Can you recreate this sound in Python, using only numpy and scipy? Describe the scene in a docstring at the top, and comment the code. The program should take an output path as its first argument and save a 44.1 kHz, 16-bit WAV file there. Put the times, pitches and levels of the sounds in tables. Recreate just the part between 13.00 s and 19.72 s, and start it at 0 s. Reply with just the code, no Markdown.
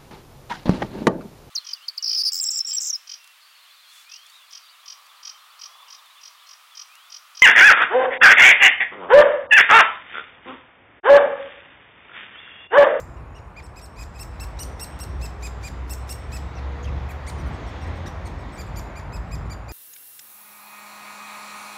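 """Woodpecker nestlings beg from a tree hole: short arched squeaks with many partials, plus a few lopsided yelps.
Each partial is a sine that follows the leaping pitch; fading noise echoes stand for trunks and leaves.
Behind the wood, coloured noise makes a road roar, and sines make a heavy vehicle accelerate on it.
A small bird trills faintly far off as a chopped whistle; there are two dry ticks and a faint hiss."""
import sys
import numpy as np
from scipy import signal
from scipy.fft import rfft, irfft
from scipy.io import wavfile
from scipy.ndimage import uniform_filter1d, map_coordinates

SR = 44100
rng = np.random.default_rng(int(sys.argv[2]) if len(sys.argv) > 2 else 0)


def generate_wav(sig):
    """Save sig (samples, or channels by samples) to the path in sys.argv[1] as 16-bit PCM at SR."""
    pcm = np.round(np.clip(np.atleast_2d(sig).T, -1, 1) * 32767).astype(np.int16)
    wavfile.write(sys.argv[1], SR, pcm)


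def makeup_ratio(level_db):
    """Linear amplitude ratio for a level in decibels (20 dB per factor of ten)."""
    decades = np.asarray(level_db, float) / 20
    return 10 ** decades


N = 296352  # samples

# Chick at the mouth of the hole:
# (voice start [s], length [s], top pitch [Hz], base level [dB], muffling [dB])
FRONT_CALLS = [(-.04, 0.043, 2530, -50.5, -10.5), (.168, 0.015, 2890, -70, 17.5),
               (0.195, 0.017, 2780, -74, 22), (.347, 0.045, 2896, -61, 14), (0.563, 0.043, 2470, -53.5, 14),
               (.759, 0.039, 2570, -52, 2.5), (.96, 0.071, 2527, -53.5, 5.5),
               (.987, 0.051, 2545, -49.5, -0.3), (1.14, .051, 2570, -57, 3.5),
               (1.191, 0.042, 2744, -45.5, -3.5), (1.326, 0.049, 2584, -67.5, 9),
               (1.398, .044, 2745, -45.5, -1.5), (1.59, .043, 2960, -42.5, -9),
               (1.796, 0.048, 2795, -43, -8), (1.996, 0.044, 2814, -46.5, -6.5),
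               (2.213, 0.051, 2693, -44.5, 0), (2.424, 0.05046, 2526, -43, 1), (2.629, 0.058, 2480, -44, 2),
               (2.896, .04, 2747, -44, -9), (3.092, 0.035, 2790, -41, -9.5), (3.319, .055, 2656, -44.5, 0),
               (3.553, 0.035, 5960, -78, 31.5), (3.571, 0.024, 2734, -58, 16.5),
               (3.83, 0.015, 6840, -72.5, 35), (3.843, 0.019, 3280, -57.5, 15), (3.874, .02, 2730, -61, 26),
               (4.809, .037, 2860, -58, 6), (5.575, 0.044, 2430, -47, 2.5),
               (5.76, 0.035, 2400, -46.5, -4.5), (5.956, .042, 2420, -51, 5.5),
               (6.122, 0.049, 2586, -50.5, 4), (6.311, 0.044, 2524, -49, 1), (6.498, 0.036, 2400, -48.5, 1),
               (6.682, 0.035, 2490, -49.5, 2.5)]
# Chick deep in the hole:
# (voice start [s], length [s], top pitch [Hz], base level [dB], second partial as the head turns [dB])
DEEP_CALLS = [(0.624, 0.043, 2740, -56.5, -1.5), (.812, 0.049, 2800, -51, -1.5),
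              (4.378, .037, 2962, -58, -2.1), (4.456, .032, 3050, -58, -8), (4.522, 0.041, 2710, -65, 0),
              (4.662, 0.041, 2820, -62, 3), (4.864, 0.02002, 2850, -60, -9), (4.95, 0.035, 2822, -66, 2.5),
              (5.084, 0.028, 2875, -67, -6), (5.248, .028, 2850, -62, -5.5),
              (5.382, 0.037, 2730, -65.5, -1.2), (5.519, 0.053, 2750, -57, -6),
              (5.655, .038, 2570, -63.5, -19), (5.8, .036, 2575, -66, -15), (5.973, .032, 2570, -66, -9),
              (6.123, .034, 2600, -70, -8), (6.274, .036, 2600, -71, -17), (6.452, 0.023, 2382, -68, -15)]
# Lopsided yelps with a pointed crest:
# (voice start [s], rise [s], fall [s], top pitch [Hz], base level [dB])
YELP_CALLS = [(4.089, .006, .025, 2566, -46), (4.265, 0.023, 0.012, 2352, -45.5),
              (5.058, .016, .009, 1994, -48), (5.253, 0.0066, 0.019, 2270, -53.5)]
# A closing beak muffles the voice, one row for each of partials 1-5:
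# (level with an even gape [dB], gain per dB of muffling [dB])
GAPE = [(0.5, 0.6169), (0, -0.04), (1, -0.51), (-7.5, -0.5), (-8.5, -0.8)]
# The front chick goes hoarse in bouts: (time [s], base breath noise [dB])
HOARSE_BOUTS = [(0, -17), (.76, -17), (1.15, -14), (1.19, -23), (2.0, -26), (2.2, -16.5), (2.65, -12.5),
                (2.88, -20.5), (3.1, -18), (3.3, -16), (3.9, -15), (5.5, -21), (6.7, -27)]
# Throat resonance that gliding partials cross: (frequency [Hz], level [dB])
THROAT = [(1500, 15), (2800, 10.5), (3800, 10.5), (5200, 6), (8000, -3.5), (13500, -10), (16000, -30.5)]
# The rim of the hole colours the front voice: (frequency [Hz], gain [dB])
RIM = [(5000, -0.7), (5900, 3), (7000, 0.1), (8500, -0.2), (9500, -0.5), (10300, -1.5), (11000, -1.5),
       (12500, 0.5), (13700, 1), (15000, -10)]
# The cavity colours the deep voice: (frequency [Hz], gain [dB])
CAVITY = [(2700, -17), (5600, 0.5), (8000, 1), (10500, -11.5), (13500, -16)]
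# Colour of the yelps: (frequency [Hz], gain [dB])
YELP_COLOUR = [(2500, 1), (4600, -.1), (5200, -26), (5900, 1), (7100, -2.5), (7800, -12), (9500, 0.5),
               (10300, -18), (12500, -12)]
# Echoes of near trunks: (frequency [Hz], time to fall by 60 dB [s])
BARK = [(2000, 0.035), (8000, 0.15), (15000, 0.17)]
# Echoes of far leaves: (frequency [Hz], time to fall by 60 dB [s])
LEAVES = [(2000, 0.16), (6000, 0.6), (10000, 0.42), (15000, 0.2)]
# Road, before each noise gets its own trim; the bright hiss fades in during the first 1.5 s:
# (time [s], traffic flow level [dB], bright hiss level [dB])
TRAFFIC = [(0, -47.5, -89), (.82, -49.5, -77), (1.12, -49, -65), (1.5, -45, -60.5), (2.04, -45, -58),
           (2.5, -44.5, -59), (2.77, -45, -57), (3.12, -44.5, -56), (3.6, -44, -55), (3.99, -42.5, -54),
           (4.9, -42.5, -50.5), (5.1, -42.5, -53.5), (5.5, -44, -54.5), (5.84, -43.5, -57.5),
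           (6.12, -45, -60), (6.53, -44.5, -59.5), (6.72, -46, -63)]
# Shapes of the road noises, whose loudness is set later: (frequency [Hz], relative level per Hz [dB])
RUMBLE = [(18, -45), (28, -33), (36, -18.5), (45, 6.5), (60, 9.5), (100, 0), (150, -4), (220, -13),
          (400, -20), (800, -93.5)]
DRONE = [(40, -62), (80, 7), (160, 0.5), (300, 1.5), (500, -3), (800, -4.5), (1500, -62.5)]
ROAR = [(150, -59), (400, -6), (700, -2), (1000, -1), (1400, -6.5), (1900, -12), (2600, -17), (3500, -40),
        (6000, -52)]
BRIGHT_HISS = [(600, -42), (1200, -2), (1900, 16.5), (2600, 6.5), (3500, 7), (5000, -2.5), (7000, -7),
               (9500, -32), (12000, -37), (16000, -49.5)]
# Shape of the faint hiss of leaves and microphone: (frequency [Hz], relative level per Hz [dB])
AIR = [(1000, -27), (3000, 8), (7000, -9.5), (9500, -2.5), (10500, -32), (11500, -5.5), (14000, -23),
       (16000, -23)]
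# Far bird, before a trim and the chopping: (time [s], level [dB])
TRILL = [(.11, -95), (.135, -63), (.2, -80.5), (.29, -74), (.38, -65), (.48, -74), (.54, -84)]
# Accelerating engine: (time [s], firing rate [Hz], base level [dB])
ENGINE = [(1.2, 49, -41.5), (2.2, 57.6, -49), (2.4, 58.55, -37), (3.3, 66.7, -36.5), (3.6, 67.74, -35.5),
          (3.85, 70.2, -30.5), (4.1, 72.8, -35), (4.6, 77.78, -43.5), (5.0, 81.97, -37.5),
          (5.45, 85.9, -48.5)]
# Engine tones: (multiple of the firing rate [ratio], level against the base [dB])
ENGINE_ORDERS = [(1, 2), (4 / 3, -23), (5 / 3, -10), (2, -21.5), (7, -20)]
# Dry ticks, before a trim: (time [s], level [dB])
TICKS = [(1.4714, -44), (1.9911, -32)]

LEAD = SR // 10  # samples made ahead of time zero
LEAD_IN = 0.021  # s of very faint sound before each voice
# Front chick: (value with an even gape, change per dB of muffling)
CREST = (.55, -.014)  # share of the length spent rising
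ARCH, LEAP = (.11, 0.00152), (.18, -.011)  # depth as a share of the top pitch
DEEP_CREST, DEEP_ARCH, DEEP_LEAP, DEEP_HOARSE_DB = 0.41, 0.092, 0.3, -29.5
YELP_ARCH, YELP_LEAP, YELP_HOARSE_DB = 0.33, 0.0285, -22
CLEAR_DB = -20  # breath noise of a clear voice
TREBLE_LOSS = 0.49  # dB lost by partials 4 and 5 per dB of breath noise above that
FLOW_DB = -45  # flow level at which rumble and drone get no swell
RUMBLE_FOLLOWS, DRONE_FOLLOWS = 0.47, 1.57  # dB per dB of flow
RUMBLE_GROWS_DB_PER_S = 0.38
TOP_HZ = 15780  # band limit


def along(points, hz):
    """Reads a value between (Hz, value) points on a log frequency axis."""
    f, v = np.transpose(points)
    return np.interp(np.log(hz + 1), np.log(f + 1), v)


def curves(rows):
    """Draws straight lines between rows: one value per sample for each column after the time."""
    s, *cols = np.transpose(rows)
    return [np.interp(np.arange(N) / SR, s, c) for c in cols]


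def wobble(rate, size=N):
    """A smooth random curve through a given number of random knots a second."""
    knots = rng.standard_normal(int(size * rate / SR) + 4)
    return map_coordinates(knots, [np.arange(size) * rate / SR])


def rush(spectrum, patchy_db):
    """Coloured noise of rms 1, with patches of random gain over time and frequency."""
    hz, _, z = signal.stft(rng.standard_normal(N + 4096), SR, nperseg=4096, noverlap=3584)
    over_hz = uniform_filter1d(rng.standard_normal(z.shape), 40, 0)
    patches = uniform_filter1d(over_hz, 8, 1)
    gain = makeup_ratio(along(spectrum, hz)[:, None] + patchy_db * patches / patches.std())
    x = signal.istft(z * gain, SR, nperseg=4096, noverlap=3584)[1][:N]
    return x / x.std()


def squeak(rise, fall, top_hz, arch, leap, levels_db, hoarse_db):
    """One breath through the syrinx: the pitch leaps from a foot, ramps over the top and drops."""
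    # time zero is the top of the arch
    t = np.arange(round((LEAD_IN + rise + fall + 0.0026) * SR)) / SR - LEAD_IN - rise
    rising = t < 0
    edge = np.where(rising, t / (rise + 0.001014), t / (fall + 0.00302))
    edge = np.clip(np.abs(edge), 0, 1)  # 0 at the top, 1 at either end

    # the membranes jump between slack and taut
    step = 1 / (1 + np.exp(-(edge - .84) / np.where(rising, .04, .07)))
    sag = arch * edge ** 1.628 + np.where(rising, leap, .25) * step
    pitch = top_hz * (1 - sag) * (1 + 0.0048 * wobble(419, size=len(t)))
    phase = 2 * np.pi * np.cumsum(pitch) / SR

    effort = (1 - edge ** 24) * makeup_ratio(-16 * step * (1 - step))  # the voice falters during the jump
    # a very faint, short low chirp about 21 ms before the voice
    chirp = makeup_ratio(-16) * leap * np.exp(-((t - t[0] - .004) / .003) ** 2) * 2

    # a faint rasp leads into the voice and grows towards its end
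    rasp_db = np.interp(t, [-rise - .006, -rise + 0.0018, fall], [-12, -4, 2])
    fade_in = 1 - np.exp((t[0] - t) / 0.004)
    fade_out = 1 - np.exp((t - t[-1]) / 0.0021)
    rasp_gain = makeup_ratio(hoarse_db + rasp_db) * fade_in * fade_out

    # the highest partials follow the fifth
    levels_db = [*levels_db, levels_db[-1] - 10, levels_db[-1] - 8, levels_db[-1] - 15]
    voice = 0
    for k, db in enumerate(levels_db, 1):
        colour_db = along(THROAT, k * pitch) - along(THROAT, k * top_hz)  # gliding partials cross the resonance
        weak_db = np.where(rising, -3.4, -1.6) * k * edge ** 2  # high partials need full effort
        flutter_db = (1.2 + 0.3 * k) * wobble(192, size=len(t))
        strength = (effort + chirp * (k < 4)) * makeup_ratio(colour_db + weak_db + flutter_db)
        tone = strength * np.sin(k * phase + k)
        tone /= 1 + k * makeup_ratio(hoarse_db)  # hoarseness eats the high partials
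        rasp_phase = .6 * phase + .4 * 2 * np.pi * top_hz * t
        rasp = rasp_gain * makeup_ratio(1.8 * k) * wobble(3000, size=len(t)) * np.sin(k * rasp_phase)
        audible = k * top_hz < .45 * SR
        voice = voice + np.sqrt(2) * makeup_ratio(db) * (tone + rasp) * audible
    return voice


def chicks():
    """All squeaks and yelps, dry; beak, hole and hoarseness set the partials, and one squeak already rings."""
    out = np.zeros(N + LEAD + SR)
    orders = np.arange(1, len(GAPE) + 1)
    calls = []
    for s, length, hz, db, muffle_db in FRONT_CALLS:
        even_db, per_db = np.transpose(GAPE)
        hoarse_db = np.interp(s, *np.transpose(HOARSE_BOUTS))
        dulled_db = TREBLE_LOSS * max(hoarse_db - CLEAR_DB, 0) * (orders > 3)
        levels_db = db + even_db + per_db * muffle_db + along(RIM, hz * orders) - dulled_db
        crest, arch, leap = [even + change * muffle_db for even, change in (CREST, ARCH, LEAP)]
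        calls.append((s, length, hz, levels_db, crest, arch, leap, hoarse_db))
    for s, length, hz, db, second_db in DEEP_CALLS:
        levels_db = db + along(CAVITY, hz * orders) + second_db * (orders == 2)
        calls.append((s, length, hz, levels_db, DEEP_CREST, DEEP_ARCH, DEEP_LEAP, DEEP_HOARSE_DB))
    for s, rise, fall, hz, db in YELP_CALLS:
        length = rise + fall
        levels_db = db + along(YELP_COLOUR, hz * orders)
        calls.append((s, length, hz, levels_db, rise / length, YELP_ARCH, YELP_LEAP, YELP_HOARSE_DB))

    for s, length, hz, levels_db, crest, arch, leap, hoarse_db in calls:
        crest = np.clip(crest, .1, .9)
        rise, fall = crest * length, (1 - crest) * length
        voice = squeak(rise, fall, hz, arch, max(leap, 0), levels_db, hoarse_db)
        out[LEAD + round((s - LEAD_IN) * SR):][:len(voice)] += voice
    return out[:N + LEAD]


def scatter(x, decay, onset):
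    """Diffuse echoes, each frequency dying at its own speed; the air stirs, so the tail keeps changing."""
    out, step = np.zeros(SR + len(x)), SR // 5
    for start in range(0, len(x), step):
        hz, t, z = signal.stft(rng.standard_normal(SR // 2), SR, nperseg=256)
        fading = z * makeup_ratio(-60 * t / along(decay, hz)[:, None])
        tail = signal.istft(fading, SR, nperseg=256)[1]
        tail *= 1 - np.exp(-np.arange(len(tail)) / (onset * SR))  # onset in seconds
        wet = signal.fftconvolve(x[start:start + step], tail / np.linalg.norm(tail))
        out[start:][:len(wet)] += wet
    return out[:len(x)]


def woodland(x):
    """Near trunks answer almost at once, the far canopy builds up more slowly and rings on."""
    trunks = makeup_ratio(-5.5) * scatter(x, BARK, onset=0.00064)
    canopy = makeup_ratio(-14.5) * scatter(x, LEAVES, onset=0.012)
    return trunks + canopy


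def road():
    """Traffic flow drives rumble, engine drone and tyre roar; far heavy traffic builds; a bright hiss fades in."""
    flow_db, bright_db = curves(TRAFFIC)
    swell_db = flow_db - FLOW_DB
    growth_db = RUMBLE_GROWS_DB_PER_S * np.arange(N) / SR
    rumble_db = -37.5 + growth_db + RUMBLE_FOLLOWS * swell_db + 2.7 * wobble(5.9)
    drone_db = -46.5 + DRONE_FOLLOWS * swell_db + 0.86 * wobble(2.92)
    roar_db = flow_db + 1.0 + 0.86 * wobble(3.33)
    hiss_db = bright_db + 3.0 + 0.77 * wobble(2.67)
    rumble = makeup_ratio(rumble_db) * rush(RUMBLE, patchy_db=0.47)
    drone = makeup_ratio(drone_db) * rush(DRONE, patchy_db=1.5)
    roar = makeup_ratio(roar_db) * rush(ROAR, patchy_db=0.63)
    hiss = makeup_ratio(hiss_db) * rush(BRIGHT_HISS, patchy_db=1.5)
    return rumble + drone + roar + hiss


def still_air():
    """The faint steady hiss of leaves and microphone, made of coloured noise."""
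    return makeup_ratio(-69.5) * rush(AIR, patchy_db=2.5)


def far_bird():
    """A thin whistle, its pitch slightly unsteady, chopped into a fast trill."""
    db, = curves(TRILL)
    t = np.arange(N) / SR
    chop = 0.44 + .35 * np.sin(2 * np.pi * 36 * t + 1.5 * wobble(20))  # about 36 pulses a second
    pitch = 6790 + 40 * wobble(80)
    whistle = np.sin(2 * np.pi * np.cumsum(pitch) / SR)
    return makeup_ratio(db + 4) * chop * whistle * (t < TRILL[-1][0])


def engine():
    """Unsteady tones at multiples of the rising firing rate, fading in and out of the rumble."""
    firing_hz, db = curves(ENGINE)
    t = np.arange(N) / SR
    present = (t > ENGINE[0][0]) * (t < ENGINE[-1][0])
    phase = 2 * np.pi * np.cumsum(firing_hz + 0.77 * wobble(8)) / SR
    tones = 0
    for k, level in ENGINE_ORDERS:
        tones = tones + makeup_ratio(db + level + 2.1 * wobble(7.7)) * np.sin(k * phase)
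    return present * np.sqrt(2) * tones


def ticks():
    """Very short broad clicks: a 9 kHz wave that falls by 60 dB in 0.42 ms."""
    out, t = np.zeros(N), np.arange(64) / SR
    for s, db in TICKS:
        fading = makeup_ratio(db + 6.5 - 60 * t / 0.00042)
        out[round(s * SR):][:64] += fading * np.cos(2 * np.pi * 9000 * t)
    return out


def scene():
    """Adds the nest and its echoes in the wood to the road behind, the faint sounds around and two short ticks."""
    nest = chicks()
    nest_in_wood = (nest + woodland(nest))[LEAD:]
    mix = nest_in_wood + road() + still_air() + far_bird() + engine() + ticks()
    return mix[None]  # one channel


def roll_off(x):
    """The treble ends steeply here."""
    return signal.sosfilt(signal.butter(12, 15770, fs=SR, output="sos"), x)


def record(dry):
    """Keeps nothing above the band limit, by emptying those frequencies, and finishes the mix."""
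    below_limit = np.fft.rfftfreq(N, 1 / SR) < TOP_HZ
    finished_mix = irfft(rfft(dry) * below_limit, N)
    return roll_off(finished_mix)


dry = scene()
out = record(dry)
generate_wav(out)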